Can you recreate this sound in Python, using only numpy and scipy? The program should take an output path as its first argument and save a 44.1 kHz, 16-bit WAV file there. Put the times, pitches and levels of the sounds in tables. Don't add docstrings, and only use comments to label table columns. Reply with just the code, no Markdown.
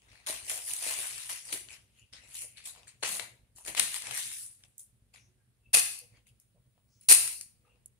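import sys
import numpy as np
from scipy import signal
from scipy.fft import rfft, irfft, next_fast_len
from scipy.io import wavfile
from scipy.ndimage import uniform_filter1d

SR = 44100
rng = np.random.default_rng(int(sys.argv[2]) if len(sys.argv) > 2 else 0)


def pcm_store(signal):
    levels = np.round(np.clip(np.atleast_2d(signal), -1, 1) * 32767)
    wavfile.write(sys.argv[1], SR, levels.astype(np.int16).T)


N = 352490

# [dB per Hz, relative]
SHEET_COLOUR = [(88, -58.5), (150, -30), (240, 0.5), (504, 3), (612, 3.5), (1450, -13), (2310, -8),
                (3220, -12), (4490, -13.5), (5360, -15.5), (8070, -10), (9820, -2), (11700, -14.5),
                (14800, -20), (16000, -32)]


def amp(db):
    return 10 ** (np.asarray(db) / 20)


def along(points, hz):
    point_hz, value = np.transpose(points)
    return np.interp(np.log(hz + 1), np.log(point_hz + 1), value)


def curves(rows):
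    time_s, *columns = np.transpose(rows)
    return [np.interp(np.arange(N) / SR, time_s, column) for column in columns]


def filtered(x, response):
    size = next_fast_len(x.shape[-1] + 8192)
    hz = np.fft.rfftfreq(size, 1 / SR)
    return irfft(rfft(x, size) * response(hz), size)[..., :x.shape[-1]]


def diffuse(n):
    # pitch_hz [Hz], likeness [0 to 1]
    likeness = [(60, .82), (200, .75), (400, .55), (800, .2), (1400, 0)]

    def mid_and_side(hz):
        angle = np.arccos(np.clip(along(likeness, hz), -1, 1)) / 2
        return np.array([np.cos(angle), np.sin(angle)])

    mid, side = filtered(rng.standard_normal((2, n)), mid_and_side)
    return np.array([mid + side, mid - side])


def steady(spectrum, db):
    noise = filtered(diffuse(N), lambda hz: amp(along(spectrum, hz)))
    return amp(db) * noise / np.std(noise)


def swells():
    # start_s [s], length_s [s], pitch_hz [Hz], width_hz [Hz], level_db [dB]
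    swell_rows = [(.269, 0.082, 615, 53, -53.5), (.506, 0.1, 590, 190, -53.5), (.842, 0.15, 627, 83, -59),
                  (1.22, 0.19, 49.38, 9.5, -60.5), (1.517, 0.049, 317, 150, -44.5),
                  (1.93, 0.14, 2800, 550, -61), (2.151, .6, 2450, 720, -63.5),
                  (2.418, 0.052, 450, 370, -53.5), (2.766, .05, 500, 200, -58.5),
                  (3.02, .045, 405.7, 50, -53), (3.09, .07, 194.2, 33, -48), (3.665, 0.097, 173.4, 95, -55),
                  (3.76, 0.11, 236, 130, -49.5), (4.04, .11, 125, 42, -52), (4.104, .31, 251, 200, -62.5),
                  (5.129, 0.11, 2504, 540, -63), (5.14, 0.17, 5960, 1400, -65.5),
                  (5.24, .14, 364.4, 24, -66.5), (5.32, .19, 1600, 98, -74.5), (5.617, .1, 2657, 89, -65),
                  (5.98, .09, 505, 50, -59), (6.114, .08, 2150, 500, -64), (6.251, .058, 2747, 500, -64),
                  (6.54, .028, 194.3, 31, -54.5), (6.54, .053, 531.3, 200, -61),
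                  (6.744, .04, 148.7, 120, -54.5), (6.865, .15, 5783, 3000, -64.5),
                  (7.6, 0.19, 483, 70, -63), (7.63, 0.076, 1256, 94, -67), (7.63, .16, 2660, 330, -68)]
    out = np.zeros(N + SR)
    for start_s, length_s, pitch_hz, width_hz, level_db in swell_rows:
        n = round(length_s * SR)
        start = round(start_s * SR)
        noise = rng.standard_normal(SR)
        band = filtered(noise, lambda hz: np.exp(-2 * ((hz - pitch_hz) / width_hz) ** 2))[:n]
        out[start:start + n] += amp(level_db) * np.sqrt(np.hanning(n)) * band / np.std(band)
    return out[:N]


def room(x):
    # pitch_hz [Hz], t60_s [s to fall by 60 dB]
    ringing = [(200, 1), (1400, .62), (4000, 0.62), (10000, 0.54), (12000, 0.59), (15000, 0.62)]
    hz, t, z = signal.stft(diffuse(SR), SR, nperseg=256)
    fade = amp(-60 * t / along(ringing, hz)[:, None])
    tail = signal.istft(z * fade, SR, nperseg=256)[1]
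    tail = tail / np.linalg.norm(tail[0])
    delayed = np.pad(x, (200, 0))
    return signal.fftconvolve(delayed[None], tail, axes=1)[:, :N]


def ports(pair):
    # time_s [s], left_lag [samples by which the left port hears it later]
    lag_rows = [(0, -14), (1.6, -14), (1.9, 5), (8, 5)]
    half_lag = curves(lag_rows)[0] / 2
    heard = []
    for side, sign in zip(pair, (1, -1)):
        source = np.arange(N) - np.round(sign * half_lag).astype(int)
        heard.append(side[np.clip(source, 0, N - 1)])
    return np.array(heard)


def spread(patches, share):
    apart = filtered(patches[1], lambda hz: np.sqrt(share / (1 + (700 / (hz + 1)) ** 2)))
    return patches[0] * np.sqrt(max(1 - share, 0)) + apart * np.array([[1], [-1]])


def paper(pushes, spectrum):
    edges_hz = (1500, 6000)

    def bands(hz):
        low, high = [1 / (1 + (hz / edge) ** 8) for edge in edges_hz]
        shapes = amp(along(spectrum, hz)) * np.sqrt([low, high - low, 1 - high])
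        return shapes / np.sqrt(np.mean(shapes ** 2, axis=1, keepdims=True))

    return filtered(pushes, bands).sum(axis=0)


def crackle(effort, spectrum, rate, burst_s, spread_db, hiss):
    happens = rng.random((2, N)) < rate / SR
    sizes = amp(spread_db * np.clip(rng.standard_normal((2, N)), -2, 2))
    bursts = signal.lfilter([1], [1, -np.exp(-1 / (burst_s * SR))], happens * sizes)
    envelope = np.sqrt(hiss + bursts ** 2 / np.mean(bursts ** 2)) / np.sqrt(1 + hiss)
    grain = envelope * rng.standard_normal((2, N))
    return np.array([paper(effort * patch, spectrum) for patch in grain])


def snaps():
    # start_s [s], peak_db [dB], flap_db [dB from peak],
    # crisp_db [dB from peak], left_minus_right_db [dB]
    snap_rows = [(0.2647, -34.5, -19, 4.5, 3.5), (0.2695, -31, -15.5, -1.5, 2), (.4993, -25.5, -29, -4, -4),
                 (.5767, -39.5, -14, 18, 0.5), (0.7358, -30.5, -19, 11.5, -8.5),
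                 (.823, -32.5, -2, 1.5, -4.5), (.8384, -27.5, -2, -2, -4.5), (.8462, -31, -10, 0, 0.5),
                 (0.8657, -24.5, -6, -1.5, -2.5), (.8894, -32.5, -25, 6, 1), (.9077, -32, -22, 3, 1.5),
                 (.932, -31, -17.5, -9, 1), (1.294, -39, -19, -6.5, 9), (1.5273, -28.5, -26, -10.5, 15.5),
                 (1.6871, -42.5, -11, -31.5, 18), (1.7294, -46.5, -14.5, 0, 2.5),
                 (2.1281, -41.5, -22.5, -41, 8.5), (2.573, -42.5, -37.5, -23, -3),
                 (2.6584, -47.5, -23, 4, 8.5), (3.0277, -35, -5.5, -41.5, 16), (3.047, -28, -21, -27, -6),
                 (3.1966, -26.5, -9.5, -13.5, 17), (3.5618, -58.5, -8.5, 22, 4),
                 (3.6502, -45.5, -18.5, 3.5, 10.5), (3.68, -36.5, -17, -17.5, 23),
                 (3.7496, -27, -12.5, -1.5, 5), (3.7709, -37.5, -37.5, -5.5, 12),
                 (3.7801, -27, -14.5, -3, 1.5), (3.7962, -16, -20.5, 7.5, 4.5), (3.7988, -16, -29.5, 3, 10),
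                 (3.9429, -31.5, -28, 3.5, 14.5), (4.0218, -35, -20.5, 2.5, 8),
                 (4.1106, -29.5, -26, -5, 10), (4.3161, -34, -34.5, -9, 4), (4.6374, -39, -9.5, -13, -2.5),
                 (4.781, -62, -18.5, 30, -15.5), (4.7958, -62.5, -14, 22.5, 4.5), (4.891, -60, -10, -15, 0),
                 (5.9894, -42.5, -16, 15.5, -2.5), (6.2692, -54, -22, -2, 18.5),
                 (6.3999, -61, -12.5, 22, 7.5), (6.7787, -59, 10.5, -18, 15.5),
                 (7.2768, -36.5, -26.5, 14.5, 10), (7.4111, -32.5, -29, 6, 3.5),
                 (7.7582, -56.5, 3, -15, 8.5), (7.8596, -63, -24, 30.5, -7)]
    crack_t60_s, tail_size, tail_t60_s = .0085, .15, .05
    pushes = np.zeros((2, 3, N + SR))
    t = np.arange(SR // 20) / SR
    decay = amp(-60 * t / crack_t60_s) + tail_size * amp(-60 * t / tail_t60_s)
    for start_s, peak_db, flap_db, crisp_db, left_minus_right_db in snap_rows:
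        burst = amp(peak_db - 6.0) * decay * rng.standard_normal(len(t))
        band_sizes = amp([flap_db, 0, crisp_db])[:, None]
        port_sizes = amp([left_minus_right_db / 2, -left_minus_right_db / 2])[:, None, None]
        start = round(start_s * SR)
        pushes[..., start:start + len(t)] += band_sizes * port_sizes * burst
    return np.array([paper(side[:, :N], SHEET_COLOUR) for side in pushes])


def slashing():
    # start_s [s], cut_s [s], entry_db [dB], exit_db [dB], flutter_s [s],
    # flutter_db [dB], flap_db [dB from crackle], crisp_db [dB from crackle]
    slash_rows = [(5.733, 0.018, -34.5, -20, .045, -31.5, -10, 8.5),
                  (7.088, .04, -31, -24, .02, -35.5, -8, 15)]
    bite_s, leave_s, settle_s = 0.0026, 0.0028, .04
    effort = np.zeros((3, N))
    t = np.arange(N) / SR
    for start_s, cut_s, entry_db, exit_db, flutter_s, flutter_db, flap_db, crisp_db in slash_rows:
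        times = start_s + np.cumsum([-bite_s, bite_s, cut_s, leave_s, flutter_s, settle_s])
        levels = [entry_db - 26.5, entry_db, exit_db, flutter_db, flutter_db - 1, flutter_db - 62.5]
        level_db = np.interp(t, times, levels, -200, -200)
        effort += amp(level_db + np.array([[flap_db], [0], [crisp_db]]))
    return effort


def moving():
    # peak_s [s], rise_s [s], fall_s [s], crackle_db [dB],
    # flap_db [dB from crackle], crisp_db [dB from crackle]
    move_rows = [(.14, 0.64, 0.58, -57.5, -2.5, -5.5), (.272, 0.0071, 0.072, -40, -4.5, 4.5),
                 (0.294, .03, 0.17, -44, -4, 3.5), (.509, 0.073, 0.16, -44.5, -1.5, 9.5),
                 (0.688, 0.078, .3, -47, -4, 11), (0.882, 0.14, .3, -40, -6.5, 5.5),
                 (1.01, .2, .25, -47.5, -9.5, 6.5), (1.201, .3, 0.41, -51.5, -7, 5),
                 (1.295, 0.0076, 0.11, -40.5, -9, 3), (1.49, 0.12, 0.22, -51.5, -3.5, 4.5),
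                 (1.529, 0.013, 0.062, -40, -11, 6.5), (1.73, 0.077, 0.1, -50, -6, -0.5),
                 (1.99, .2, .15, -61, -4.5, 0), (2.133, 0.014, 0.13, -48, -8, -11),
                 (2.24, 0.17, 0.24, -59.5, -1, -12), (2.359, 0.14, 0.22, -50.5, -10.5, 6),
                 (2.43, 0.11, 0.046, -59.5, -11.5, 16.5), (2.568, 0.014, 0.23, -52, -11, -7),
                 (2.659, 0.026, 0.082, -49, -15, 7.5), (2.771, .2, .2, -56, -0.5, -7.5),
                 (2.878, 0.025, 0.076, -51.5, -18, -0.5), (3.03, .006, .12, -32, -12, -16),
                 (3.09, 0.072, .08, -46.5, -10.5, 8.5), (3.148, .08, 0.062, -46.5, -4, 10.5),
                 (3.2, .02, 0.073, -50, -0.5, -3), (3.565, .02, 0.2, -57.5, -1.5, 9),
                 (3.651, 0.0073, 0.17, -51.5, -1.5, 3.5), (3.682, 0.017, 0.069, -44.5, -1.5, 3),
                 (3.774, 0.015, 0.097, -33, -8.5, -2.5), (3.824, .05, .1, -46.5, -7.5, 5.5),
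                 (3.961, 0.064, 0.052, -42.5, -12, 5), (4.07, 0.082, 0.19, -45, -2.5, -2.5),
                 (4.18, 0.089, .15, -39.5, -24.5, 3.5), (4.33, 0.086, 0.31, -53, -20.5, 10),
                 (4.429, 0.18, 0.072, -56.5, -8.5, 13.5), (4.648, .13, .055, -64.5, -3, -5.5),
                 (4.794, 0.017, .07, -68, -4.5, 24.5), (5.139, 0.0096, 0.12, -54, -6, -1.5),
                 (6.166, 0.078, 0.054, -60, 0, -32), (6.271, .016, 0.061, -62.5, -9.5, 7.5),
                 (6.774, .03, .05, -74.5, 10, -10.5), (6.405, 0.0066, .12, -74.5, -14.5, 12.5),
                 (7.015, .03, 0.22, -63, -19.5, 9), (7.66, .1, 0.25, -67.5, 4, -4)]
    span_db = 20
    power = np.zeros((3, N))
    t = np.arange(N) / SR
    for peak_s, rise_s, fall_s, crackle_db, flap_db, crisp_db in move_rows:
        rise_s, fall_s = np.maximum([rise_s, fall_s], 1 / 500)
        first = max(int((peak_s - 2 * rise_s) * SR), 0)
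        span = slice(first, int((peak_s + 2 * fall_s) * SR))
        away = np.maximum((peak_s - t[span]) / rise_s, (t[span] - peak_s) / fall_s)
        band_power = amp(2 * np.array([[flap_db], [0], [crisp_db]]))
        power[:, span] += amp(2 * (crackle_db - span_db * away)) * band_power
    return np.sqrt(power)


def mottled(x, depth_db):
    z = signal.stft(x, nperseg=256)[2]
    field = rng.standard_normal(z.shape[1:])
    field = uniform_filter1d(field, size=4, axis=0)
    field = uniform_filter1d(field, size=12, axis=1)
    gain = amp(depth_db * field / np.std(field))
    return signal.istft(z * gain, nperseg=256)[1][:, :N]


def scene():
    # [dB per Hz, relative]
    rumble_colour = [(15, -57), (35, -22), (55, 0), (66, -2), (86, -10.5), (100, -1.5), (126, 0.5),
                     (145, -14), (215, -12), (300, -23), (500, -31.5), (900, -48), (1500, -120)]
    # [dB per Hz, relative]
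    hiss_colour = [(100, -36.5), (400, -3), (1000, -10), (2500, -9), (3500, -10), (6000, -15),
                   (8000, -10.5), (9500, -4.5), (11500, -12.5), (16000, -21)]
    # [dB per Hz, relative]
    torn_colour = [(90, -57), (160, -17.5), (400, -12), (1000, -14.5), (1500, -16.5), (2100, -11.5),
                   (2600, -3), (3200, -14.5), (4400, -11.5), (5700, -15.5), (7500, -15), (9500, -3),
                   (11500, -14), (14500, -26), (16000, -33)]
    # pitch_hz [Hz], left_minus_right_db [dB]
    balance = [(60, -10), (99, 4.5), (160, -9), (270, 5), (450, -1), (740, 3), (1220, 4.5), (2010, 4.5),
               (3330, 6.5), (5500, 4.5), (9080, 3.5), (15000, -3.5)]
    rustle = crackle(moving(), SHEET_COLOUR, rate=250, burst_s=0.001, spread_db=2.5, hiss=1.0)
    handling = spread(mottled(rustle, depth_db=2.63), share=0.48)
    tearing = crackle(slashing(), torn_colour, rate=1200, burst_s=0.00025, spread_db=11, hiss=1.0)
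    cuts = spread(tearing, share=0.65)
    near = ports(handling + cuts + snaps()) + swells()
    heard = near + amp(-5.5) * room(near[0])
    leaning = filtered(heard, lambda hz: amp(along(balance, hz) * np.array([[.5], [-.5]])))
    return leaning + steady(rumble_colour, db=-55) + steady(hiss_colour, db=-61)


def suppress(x, knee_db, slope, depth_db):
    z = signal.stft(x, nperseg=256)[2]
    now = uniform_filter1d(np.mean(np.abs(z) ** 2, axis=0), size=5, axis=0)
    recent = uniform_filter1d(now, size=9, axis=1, origin=4)
    level_db = 10 * np.log10(np.abs(np.maximum(.5 * now, recent)) + 1e-20)
    quiet_db = np.percentile(level_db, 10, axis=1, keepdims=True)
    over_db = level_db - quiet_db
    gain = amp(np.clip(slope * (over_db - knee_db), -depth_db, 0))
    return signal.istft(z * gain, nperseg=256)[1][:, :N]


def record(dry):
    top_hz = 15700
    quiet = suppress(dry, knee_db=18.5, slope=0.99, depth_db=35.5)
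    rounded = quiet / (1 + np.abs(quiet / .9) ** 4) ** .25
    return filtered(rounded, lambda hz: hz < top_hz)


dry = scene()
out = record(dry)
pcm_store(out)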